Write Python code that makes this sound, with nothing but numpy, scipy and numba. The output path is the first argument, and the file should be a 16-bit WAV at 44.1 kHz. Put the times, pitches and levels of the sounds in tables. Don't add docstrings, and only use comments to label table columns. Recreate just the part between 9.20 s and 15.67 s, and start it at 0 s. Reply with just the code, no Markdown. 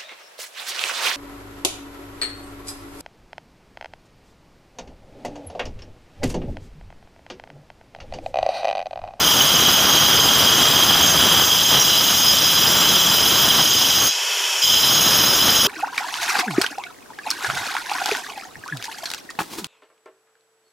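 import sys
import numpy as np
from scipy import signal
from scipy.fft import rfft, irfft
from scipy.io import wavfile
from scipy.ndimage import uniform_filter1d
from numba import njit

SR = 44100
rng = np.random.default_rng(int(sys.argv[2]) if len(sys.argv) > 2 else 0)


def store_pcm(level_fs):
    pcm = np.round(np.clip(level_fs, -1, 1) * 32767).astype(np.int16)
    wavfile.write(sys.argv[1], SR, np.atleast_2d(pcm).T)


N = 285327
T = np.arange(N) / SR
BIN_HZ = np.arange(N // 2 + 1) * SR / N
LIFT_S, LAND_S = 4.88, 5.416


def undb(db):
    return 10 ** (np.asarray(db) / 20)


def unit(x):
    return x / np.sqrt(np.mean(x ** 2))


def curves(table):
    times, *columns = np.transpose(table)
    return [np.interp(T, times, column) for column in columns]


def swells(events):
    return sum(db * np.cos(np.pi * np.clip((T - centre_s) / length_s, -.5, .5)) ** 2
               for centre_s, length_s, db in events)


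def drift(rate_hz):
    knots = rng.standard_normal(4096)
    return unit(np.interp(3 * rate_hz * T, np.arange(len(knots)), knots))


def colour(x, eq):
    hz, db = np.transpose(eq)
    gain = undb(np.interp(np.log(BIN_HZ + 1), np.log(hz), db))
    return unit(irfft(rfft(x) * gain, N))


@njit
def bandpass(x, centre_hz, width_hz):
    out, band_state, low_state = np.empty(len(x)), 0., 0.
    for i in range(len(x)):
        g = np.tan(np.pi * centre_hz[i] / SR)
        damping = np.pi * width_hz / SR * (1 + g * g) / g
        band = (band_state + g * (x[i] - low_state)) / (1 + g * (g + damping))
        band_state = 2 * band - band_state
        low_state += 2 * g * band
        out[i] = damping * band
    return out


def resonate(x, pitch_hz, width_hz):
    centre_hz = pitch_hz * np.ones(N)
    return bandpass(bandpass(x, centre_hz, float(width_hz)), centre_hz, 5. * width_hz)


def touch(release_s, attack_s):
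    fading = np.exp(-np.maximum(T - LIFT_S, 0) / release_s)
    building = 1 - np.exp(-np.maximum(T - LAND_S, 0) / attack_s)
    return np.maximum(fading, building)


def grit(grains_per_s, spread_db):
    strikes = rng.random(N) < grains_per_s / SR
    size = undb(spread_db * np.minimum(rng.exponential(size=N), 5))
    return unit(strikes * size * rng.choice([-1, 1], N))


def rubbed_disc(modes, place, lean, spread_db, wobble_hz, flicker_db, flicker_hz):
    out = 0
    for pitch_hz, width_hz, level_db, shift_hz, place_db, lean_db in modes:
        feed = undb(level_db + place_db * place + lean_db * lean + flicker_db * drift(flicker_hz))
        grains = feed * grit(14000, spread_db)
        out += resonate(grains, pitch_hz + shift_hz * place + wobble_hz * drift(12), width_hz)
    return unit(out)


def squeal(ring, hold, window_s):
    power = uniform_filter1d(ring ** 2, int(window_s * SR)) + 1e-9
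    return unit(ring / power ** (hold / 2))


# freq_hz, level_db
SLAB_EQ = [(20, -12), (40, -18), (75, -3.5), (150, 1), (300, -1), (520, -3.5), (800, -2), (1250, 0),
           (1650, -3), (2100, -9), (2700, -10), (3600, -4.5), (7000, -30.5)]


def slab_roar(pressure_db, judder):
    roar = colour(grit(grains_per_s=5000, spread_db=2.6), SLAB_EQ)
    return roar * undb(-21 + pressure_db + 1.08 * judder)


# pitch_hz, width_hz, level_db, shift_hz_per_place, db_per_place, db_per_lean
HOWL_MODES = [(3010, 124, -1.5, -7, -3.5, -3), (3108, 118, 0, 5, 10, 4), (3213, 84, 1, -10, -6.5, -0.5),
              (3300, 72, 3, 8, 2, 1.5), (3516, 120, -7, 0, 4.5, 0), (3960, 46, 0, 10, 3, -0.5)]
# centre_s, length_s, gain_db
HOWL_SURGES = [(0, 0.12, -4), (.64, 0.12, -2.5), (.77, .12, 2), (1.92, .15, -5), (2.02, 0.062, 3.5),
               (2.265, 0.047, -12), (2.35, .16, 1), (2.54, 0.1, 3), (2.73, .16, 2.5), (2.99, .1, -4),
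               (3.5, .12, -3), (3.74, 0.43, 1), (4.33, 0.19, 2), (4.87, 0.25, -3.5), (5.435, .05, 1),
               (5.52, 0.19, 3.5), (5.8, 0.21, 0), (6.13, 0.24, -4)]


def disc_howl(pressure_db, place, lean):
    modes = rubbed_disc(HOWL_MODES, place, lean,
                        spread_db=2.5, wobble_hz=8.6, flicker_db=1.54, flicker_hz=23)
    level_db = -19.5 + 0.16 * pressure_db - 1.5 * place + swells(HOWL_SURGES) + 0.5 * drift(20)
    return squeal(modes, hold=0.64, window_s=0.082) * undb(level_db)


# pitch_hz, width_hz, level_db, shift_hz_per_place, db_per_place, db_per_lean
RING_MODES = [(4480, 63, -13, -32, -2, -2), (5033, 70, 2.5, 42, 1.8, 0), (5724, 52, -3, -44, 0.49, -1),
              (6467, 53.5, 0, 52, -0.18, -1.8), (7354, 51, -7, -54, -0.52, 2.5),
              (7680, 120, -25.5, 0, 1, -3), (8300, 51, -18.5, 75, -1.1, -1)]
# centre_s, length_s, pitch_hz, boost_db
RING_FLARES = [(1.895, 0.21, 6500, 7), (2.614, 0.067, 5840, 11), (2.953, .14, 5760, 2),
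               (3.108, 0.18, 5070, 6), (3.25, 0.087, 5713, 5), (4.87, .17, 6467, 5.5),
               (5.435, 0.06, 5032, 3.5)]


def disc_ring(pressure_db, place, lean):
    modes = rubbed_disc(RING_MODES, place, lean,
                        spread_db=2, wobble_hz=13, flicker_db=0.5, flicker_hz=22)
    ring = squeal(modes, hold=0.31, window_s=0.05)
    flares = 0
    for centre_s, length_s, pitch_hz, boost_db in RING_FLARES:
        whistle = bandpass(ring, np.full(N, float(pitch_hz)), width_hz=400.)
        flares += whistle * (undb(swells([(centre_s, length_s, boost_db)])) - 1)
    return (ring + flares) * undb(-20 + 0.0075 * pressure_db + 0.24 * place)


# freq_hz, level_db
SCRAPE_EQ = [(500, -21), (2000, -10), (2750, -1), (3650, 4.5), (4200, -15), (4750, -2.5), (5350, 0.5),
             (6250, 0.5), (6850, -14), (7900, -26), (9000, -13.5), (15500, -9)]


def grit_scrape(pressure_db, place, judder):
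    rasp = colour(grit(grains_per_s=12000, spread_db=1), SCRAPE_EQ)
    return rasp * undb(-24 + 0.0075 * pressure_db + 0.24 * place + 1.2 * judder)


# pitch_hz, width_hz, level_db, shift_hz_per_place, db_per_place, db_per_lean
SIZZLE_MODES = [(9265, 55, -5, -75, .5, 0), (9640, 260, -10.5, 0, 1, 0), (10395, 80, 1.5, 60, 0, 0),
                (11060, 150, -10.5, 50, 1, 0), (11560, 190, -6, 80, -.5, -1), (12010, 220, -5, 0, 0, -1),
                (12735, 140, -.5, 60, 0, -.5), (13790, 130, 1.2, 90, 1.5, 0), (14040, 190, -4.5, 0, -1, 0),
                (14970, 200, -4, 40, -1.5, 0), (15295, 115, 3, 80, 1.7, 1.5)]
# freq_hz, level_db
DUST_EQ = [(3000, -30), (8000, -8), (9000, -1), (10900, 1), (12300, 1), (13250, -2), (14500, 0),
           (15500, -1)]


def disc_sizzle(pressure_db, place, lean):
    shimmer = rubbed_disc(SIZZLE_MODES, place, lean,
                          spread_db=2, wobble_hz=13, flicker_db=1.6, flicker_hz=20)
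    dust = colour(grit(grains_per_s=8900, spread_db=4), DUST_EQ)
    slack_db = np.minimum(pressure_db + 3, 0)
    level_db = -25.5 + 0.47 * slack_db + 0.4 * place + 0.7 * drift(18)
    return unit(shimmer + undb(-10.5) * dust) * undb(level_db)


# time_s, place, lean (both unitless, roughly -1 to 1)
RIM_CONTACT = [(0, -0.55, -0.19), (.65, -0.6, -1.2), (1.0, -0.78, -0.15), (1.5, -0.91, 0.36),
               (2.1, -1.2, 0.9), (2.6, -0.066, -.2), (3.3, 0.22, 0.061), (3.8, 0.02, 1),
               (4.3, 0.078, -0.099), (4.8, -0.07, -0.91), (5.45, 0.53, 0.97), (5.75, 0.74, -1.5),
               (6.1, 0.85, -0.2), (6.47, .5, -0.84)]
# time_s, pressure_db
HAND_PRESSURE = [(0, 0), (1.0, 0.5), (2.13, 1), (2.36, -4.5), (2.8, -3.5), (3.3, -4), (3.62, 0),
                 (3.8, -2.3), (4.4, -1.4), (4.48, -5.5), (4.87, -6), (5.42, -10.5), (5.8, -1), (6.47, -2.5)]
# centre_s, length_s, added_pressure_db
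DISC_DIGS = [(2.55, .18, 6), (2.91, 0.086, 2.5), (4.39, 0.054, 2.5), (4.83, 0.17, 3.5), (6.26, 0.18, 1.5)]


def grinding():
    pressure_db = curves(HAND_PRESSURE)[0] + swells(DISC_DIGS)
    place, lean = curves(RIM_CONTACT)
    judder = drift(32)
    stone = slab_roar(pressure_db, judder) + grit_scrape(pressure_db, place, judder)
    disc = disc_howl(pressure_db, place, lean) + disc_ring(pressure_db, place, lean)
    sizzle = disc_sizzle(pressure_db, place, lean)
    return (stone * touch(release_s=0.014, attack_s=0.023)
            + disc * touch(release_s=0.082, attack_s=0.0053)
            + sizzle * touch(release_s=0.02, attack_s=0.006))


# shaft_multiple, level_db
WHINE_PARTIALS = [(4, -10), (5, 0), (6, 11), (7, -16), (10, -9)]
# pitch_hz, width_hz, level_db
HOUSING_MODES = [(395, 28, -13), (633, 36, -13), (960, 66, -3.5), (1460, 110, -7), (2037, 52, -7.5),
                 (2589, 85, 2), (3090, 120, 3), (3230, 83, 4), (5300, 510, -7)]
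# freq_hz, level_db
FAN_EQ = [(30, -38), (230, -35), (380, -6), (1200, -4), (2000, -2), (2800, -.5), (3450, 0), (3900, -7),
          (4800, -2), (5400, 3.5), (6000, 0), (7100, -.5), (8000, -11.5), (11500, -10.5), (15500, -17)]


def motor(free_hz=495, loaded_hz=478):
    load = touch(release_s=0.11, attack_s=0.03)
    shaft_hz = (free_hz + (loaded_hz - free_hz) * load) * (1 + 0.0035 * drift(7.2))
    angle = 2 * np.pi * np.cumsum(shaft_hz) / SR
    whine = unit(sum(undb(db + 2.6 * drift(27)) * np.sin(k * angle) for k, db in WHINE_PARTIALS))
    draught = rng.standard_normal(N)
    housing = unit(sum(undb(db) * resonate(draught, hz, width) for hz, width, db in HOUSING_MODES))
    air = colour(rng.standard_normal(N), FAN_EQ)
    return (undb(-23.5) * air + undb(-25) * housing + undb(-36.5) * whine) * undb(-6 * load)


def scene():
    return np.tile(grinding() + motor(), (2, 1))


def flutter(x, rate_hz=172.27, low_depth=0.035, high_depth=0.18, split_hz=8500):
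    treble = signal.sosfiltfilt(signal.butter(2, split_hz, "high", fs=SR, output="sos"), x)
    return x + np.cos(2 * np.pi * rate_hz * T) * (low_depth * (x - treble) + high_depth * treble)


def record(dry, drive=0.94, top_hz=15430):
    rounded = np.tanh(drive * flutter(dry)) / drive
    return irfft(rfft(rounded) / np.sqrt(1 + (BIN_HZ / top_hz) ** 800), N)


dry = scene()
out = record(dry)
store_pcm(out)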